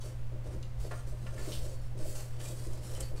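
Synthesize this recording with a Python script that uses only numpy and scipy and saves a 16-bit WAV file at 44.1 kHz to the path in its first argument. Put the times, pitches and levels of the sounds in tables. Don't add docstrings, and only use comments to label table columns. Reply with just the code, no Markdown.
import sys
import numpy as np
from scipy import signal
from scipy.fft import rfft, irfft
from scipy.io import wavfile

SR = 44100
rng = np.random.default_rng(int(sys.argv[2]) if len(sys.argv) > 2 else 0)


def unload_audio(sound):
    columns = np.transpose(np.atleast_2d(sound))
    steps = np.round(np.clip(columns, -1, 1) * 32767)
    wavfile.write(sys.argv[1], SR, steps.astype(np.int16))


N = 141120

# t/s, length/s, level/dB, treble tilt/(dB per octave)
STROKES = [(.004, 0.014, -56, 0), (0.033, 0.033, -55, -0.5), (0.437, 0.013, -62, -2.5),
           (0.452, 0.022, -53.5, -4), (0.502, 0.022, -58.5, -1.5), (0.772, 0.093, -56.5, 0.6),
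           (0.882, .11, -57, -1), (1.056, 0.047, -62, 1.5), (1.12, 0.25, -60, -1),
           (1.338, 0.15, -52.5, -0.5), (1.437, 0.13, -52, 1.5), (1.593, 0.12, -56, 1),
           (1.798, .055, -64.5, 2), (1.963, 0.049, -54.5, -1), (2.016, .10, -52, 3), (2.133, 0.075, -50, 1),
           (2.248, 0.18, -61, -2.5), (2.389, 0.026, -51, -0.5), (2.403, 0.093, -50, 2),
           (2.522, 0.13, -55, 0.5), (2.661, 0.13, -58, -1.5), (2.798, 0.14, -53, 1),
           (2.919, 0.12, -52.5, -1), (3.146, 0.048, -54, -1.5)]
# f/Hz, level/dB
RUB_TONE = [(150, -16), (400, 12), (900, 4.5), (1500, 1), (2500, -2), (3600, -2.5), (5200, 0.5),
            (6500, -0.5), (8400, 2), (10500, -4.5), (13000, -8.5), (16000, -13.5)]
# f/Hz, level/dB, time to fade by 60 dB/s
STEEL_MODES = [(2420, -11, .2), (2810, -10, .15), (3062, -1, .24), (3385, -11, .25), (3876, -9, .2),
               (4230, -9, .2), (4519, -1, .36), (5400, -8, .12), (6080, -9, .2), (6440, -7, .14),
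               (7380, -9, .15), (7690, -6, .14), (7930, -7, .09), (8510, -7, .08), (8700, -8, .08),
               (9000, -9, .1), (9500, -10, .15), (11260, -11, .2), (11650, -10, .2)]
# t/s, level/dB, favoured f/Hz, rise/s, damping by the grip/(dB per s)
CLINKS = [(0.01, -54.5, 6250, .001, 132), (0.015, -55.5, 3620, 0.00086, 132), (1.409, -61, 4450, .01, 20),
          (1.52, -48, 2820, .008, 40), (2.19, -60, 4500, .01, 21), (2.455, -51, 2480, 0.0013, 60),
          (2.879, -69, 3060, .008, 7), (2.95, -50.5, 3030, 0.0038, 30), (3.005, -37.5, 8360, .001, 262),
          (3.006, -52, 3060, 0.0033, 33), (3.025, -49.5, 4570, 0.0045, 45), (3.17, -55, 4530, .003, 38)]
# t/s, level/dB, centre f/Hz, fade/s
TICKS = [(.6282, -45, 5550, 0.0012), (.849, -52, 1040, 0.0027), (1.414, -50, 7400, .0015),
         (1.99, -50, 6800, .002), (2.178, -48, 8000, 0.0018), (2.402, -49, 4500, 0.0011),
         (2.67, -50, 7020, 0.0035), (2.733, -49, 7840, 0.0038), (2.95, -45.5, 7100, 0.0036),
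         (3.004, -41.5, 8200, 0.0034), (3.008, -38.5, 8300, .003)]
# t/s, level/dB, centre f/Hz, fade/s, ring level/dB
KNOCKS = [(.629, -52, 2670, .005, -74), (.909, -44.5, 975, 0.021, -42), (1.264, -49, 1780, 0.0071, -48),
          (1.377, -54, 1700, 0.0063, -44), (1.403, -57, 1800, 0.018, -55), (2.402, -53, 2380, 0.007, -52),
          (2.455, -58, 2650, 0.0095, -62)]
# f/Hz, level/dB, time to fade by 60 dB/s
KNOCK_MODES = [(680, 2, .2), (860, -1, .17), (1077, 0, .22), (1215, -5, .2), (1398, 0, .2), (1610, -3, .12),
               (1741, 1, .13), (1800, 3, .11), (2140, -8, .15), (2710, -5, .15), (3860, -4, .15)]
# t/s, length/s, relative level/dB, favoured f/Hz
BUMPS = [(0.036, 0.055, -50.5, 544), (0.316, 0.044, -47, 452), (0.446, 0.08, -47.5, 416),
         (0.522, 0.044, -43, 334), (0.839, 0.033, -41, 553), (0.903, 0.026, -42.5, 640),
         (1.064, 0.015, -46, 330), (1.12, 0.025, -47, 447), (1.212, 0.062, -43.5, 185),
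         (1.258, 0.11, -50.5, 770), (1.348, 0.069, -45.5, 354), (1.47, .04, -38.5, 377),
         (1.505, 0.045, -51, 407), (1.569, 0.17, -48, 630), (1.638, 0.033, -45, 495),
         (1.949, 0.028, -45.5, 420), (1.987, 0.041, -41, 388), (2.053, 0.016, -38, 565),
         (2.098, 0.17, -53.5, 494), (2.369, 0.17, -51.5, 460), (2.497, 0.02, -43.5, 600),
         (2.603, 0.016, -47, 370), (2.663, 0.039, -45, 400), (2.724, 0.095, -50, 447),
         (2.839, 0.044, -48, 322), (2.893, 0.06, -46.5, 520), (2.977, 0.048, -43.5, 405),
         (3.112, 0.047, -45.5, 497)]
# f/Hz, level/dB
BUMP_TONE = [(60, -27), (170, 12.5), (250, -4.5), (320, -2.5), (460, -6.5), (600, 0), (760, -19.5),
             (1100, -16), (2500, -29), (8000, -59)]
# f/Hz, level/dB, time to fade by 60 dB/s
COUNTER_MODES = [(314, -1, .13), (352, -2, .12), (406, 1.5, .17), (433, -5, .15), (523, -1, .2),
                 (598, -1, .12), (675, -6, .12)]
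# t/s, level/dB
THUDS = [(0.771, -31.5), (1.201, -41), (3.096, -40)]
# f/Hz, level/dB
HUM = [(120, -43), (194, -70), (523, -69), (2037, -82)]
# f/Hz, relative level/dB
AIR_TONE = [(4, 18.5), (9, 18), (16, 6.5), (25, -1), (35, 3), (49, 6), (62, 4.5), (80, -3), (110, -3),
            (160, -17), (250, -20.5), (330, -23.5), (600, -23.5), (1000, -28.5), (2000, -34), (4000, -40),
            (8500, -45), (16000, -52)]
# f/Hz, time to fade by 60 dB/s
ECHO_TIMES = [(100, 0.6), (500, 0.41), (2000, 0.51), (8000, 0.35), (16000, 0.73)]


def rubbing():
    out, t = np.zeros(N), np.arange(SR // 2) / SR
    slips_per_s, slip_share, pressure_db, ring_db = 1000, 0.49, 1.7, -13.5
    for start, length, db, tilt in STROKES:
        sizes = amp(np.minimum(rng.exponential(1, len(t)), 4))
        signs = rng.choice([-1, 1], len(t))
        slips = unit(sizes * signs * (rng.random(len(t)) < slips_per_s / SR))
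        friction = np.sqrt(slip_share) * slips + np.sqrt(1 - slip_share) * noise(len(t))
        hiss = colour(friction, lambda hz: rub_tone(hz, tilt) + shimmer(hz))
        pressure = unit(amp(pressure_db * wander(len(t), rate_hz=45)))
        swell = envelope(t, length, rise=0.49 * length, fall=0.046)
        add(out, start, amp(db) * hiss * pressure * swell)
    return room(out + amp(ring_db) * ring(out, STEEL_MODES), echo_db=-6)


def rub_tone(hz, tilt):
    return read(RUB_TONE, hz) + tilt * np.log2(np.maximum(hz, 900) / 900)


def shimmer(hz, depth_db=5, spacing_hz=78):
    heights = np.minimum(noise(2000), 1.2)
    ripple = np.interp(hz / spacing_hz, np.arange(len(heights)), heights)
    return depth_db * ripple * np.minimum(hz / 3000, 1)


def clinks():
    out = np.zeros(N)
    for start, db, centre_hz, rise, grip in CLINKS:
        add(out, start, amp(db) * struck(STEEL_MODES, band(centre_hz, octaves=0.12), rise, grip))
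    return room(out, echo_db=-11)


def ticks():
    return room(blows(TICKS, octaves=0.65, rise=0.0002), echo_db=-3)


def rasp():
    out, t = np.zeros(N), np.arange(SR // 4) / SR
    start, db = 1.518, -48
    grit = noise(len(t)) ** 3
    scrape = colour(grit, band(centre_hz=3700, octaves=0.5))
    add(out, start, amp(db) * scrape * envelope(t, length=0.025, rise=0.003, fall=0.028))
    return room(out, echo_db=-6)


def knocks(rise=0.004):
    out = blows(KNOCKS, octaves=0.71, rise=rise)
    for start, _, centre_hz, _, ring_db in KNOCKS:
        hollow = struck(KNOCK_MODES, band(centre_hz, octaves=0.6), rise, grip_db_per_s=55)
        add(out, start, amp(ring_db) * hollow)
    return room(out, echo_db=-3.5)


def bumps(direct_db=-10, ring_db=-11):
    out, t = np.zeros(N), np.arange(SR // 4) / SR
    for start, length, db, centre_hz in BUMPS:
        favoured = band(centre_hz, octaves=0.62)
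        push = colour(noise(len(t)), lambda hz: read(BUMP_TONE, hz) + favoured(hz))
        shape = envelope(t, length, rise=0.0041, fall=0.015)
        add(out, start, amp(db) * rms(shape) * unit(push * shape))
    return room(amp(direct_db) * out + amp(ring_db) * ring(out, COUNTER_MODES), echo_db=-3)


def thuds(swing_hz=51.4, rise=0.028):
    out, t = np.zeros(N), np.arange(SR // 3) / SR
    swell = t / rise * np.exp(1 - t / rise)
    for start, db in THUDS:
        add(out, start, amp(db) * swell * np.sin(2 * np.pi * swing_hz * t))
    return out


def background(air_db=-36):
    t = np.arange(N) / SR
    hum = sum(amp(db) * np.sqrt(2) * np.sin(2 * np.pi * (hz * t + rng.random())) for hz, db in HUM)
    waver = 1 + 0.08 * wander(N, rate_hz=36)
    air = colour(noise(N), lambda hz: read(AIR_TONE, hz))
    return hum * waver + amp(air_db) * air


def room(x, echo_db, echoes_per_s=5000):
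    echoes = noise(SR // 2) * (rng.random(SR // 2) < echoes_per_s / SR)
    echoes[:SR // 250] = 0
    hz, t, spectrum = signal.stft(echoes, SR, nperseg=256)
    fade = amp(-60 * t / read(ECHO_TIMES, hz)[:, None])
    tail = signal.istft(spectrum * fade, SR, nperseg=256)[1]
    return x + amp(echo_db) * signal.fftconvolve(x, tail / np.linalg.norm(tail))[:N]


def blows(rows, octaves, rise, top_hz=9800):
    out, t = np.zeros(N), np.arange(SR // 10) / SR
    for start, db, centre_hz, fall, *_ in rows:
        favoured = band(centre_hz, octaves)
        burst = colour(noise(len(t)), lambda hz: favoured(hz) - 10 * np.log10(1 + (hz / top_hz) ** 6))
        shape = envelope(t, rise, rise, fall)
        add(out, start, amp(db) * rms(shape) * unit(burst * shape))
    return out


def struck(modes, favoured, rise, grip_db_per_s):
    t = np.arange(SR // 2) / SR
    hz, db, fade_s = np.transpose(modes)[:, :, None]
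    weights = amp(db + favoured(hz))
    fade = amp(-(60 / fade_s + grip_db_per_s) * t)
    tones = fade * np.sin(2 * np.pi * (hz * t + rng.random(hz.shape)))
    return np.minimum(t / rise, 1) * (weights / np.linalg.norm(weights) * tones).sum(0)


def ring(x, modes):
    t = np.arange(SR // 2) / SR
    body = sum(amp(db - 60 * t / fade_s) / np.sqrt(fade_s) * np.cos(2 * np.pi * hz * t)
               for hz, db, fade_s in modes)
    return unit(signal.fftconvolve(x, body)[:N]) * rms(x)


def envelope(t, length, rise, fall):
    swell = np.sin(np.pi / 2 * np.minimum(t / rise, 1)) ** 2
    return swell * np.exp(-np.maximum(t - length, 0) / fall)


def band(centre_hz, octaves):
    return lambda hz: -10 * np.log10(1 + (np.log2((hz + 1) / centre_hz) / octaves) ** 4)


def colour(x, gain_db):
    hz = np.fft.rfftfreq(len(x), 1 / SR)
    return unit(irfft(rfft(x) * amp(gain_db(hz)), len(x)))


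def wander(size, rate_hz):
    return colour(noise(size), lambda hz: -20 * np.log10(1 + (hz / rate_hz) ** 2))


def noise(size):
    return rng.standard_normal(size)


def read(points, hz):
    row_hz, values = np.transpose(points)
    return np.interp(np.log(hz + 1), np.log(row_hz + 1), values)


def add(mix, start, sound):
    part = mix[max(round(start * SR), 0):][:len(sound)]
    part += sound[:len(part)]


def amp(db):
    return 10 ** (np.asarray(db) / 20)


def rms(x):
    return np.sqrt(np.mean(x ** 2) + 1e-20)


def unit(x):
    return x / rms(x)


def scene():
    return (background() + rubbing() + ticks() + clinks() + knocks() + bumps() + thuds() + rasp())[None]


def record(dry, cutoff_hz=15750):
    lowpass = signal.firwin(511, cutoff_hz, window=("kaiser", 9), fs=SR)
    return signal.oaconvolve(dry, lowpass[None], "same")


dry = scene()
out = record(dry)
unload_audio(out)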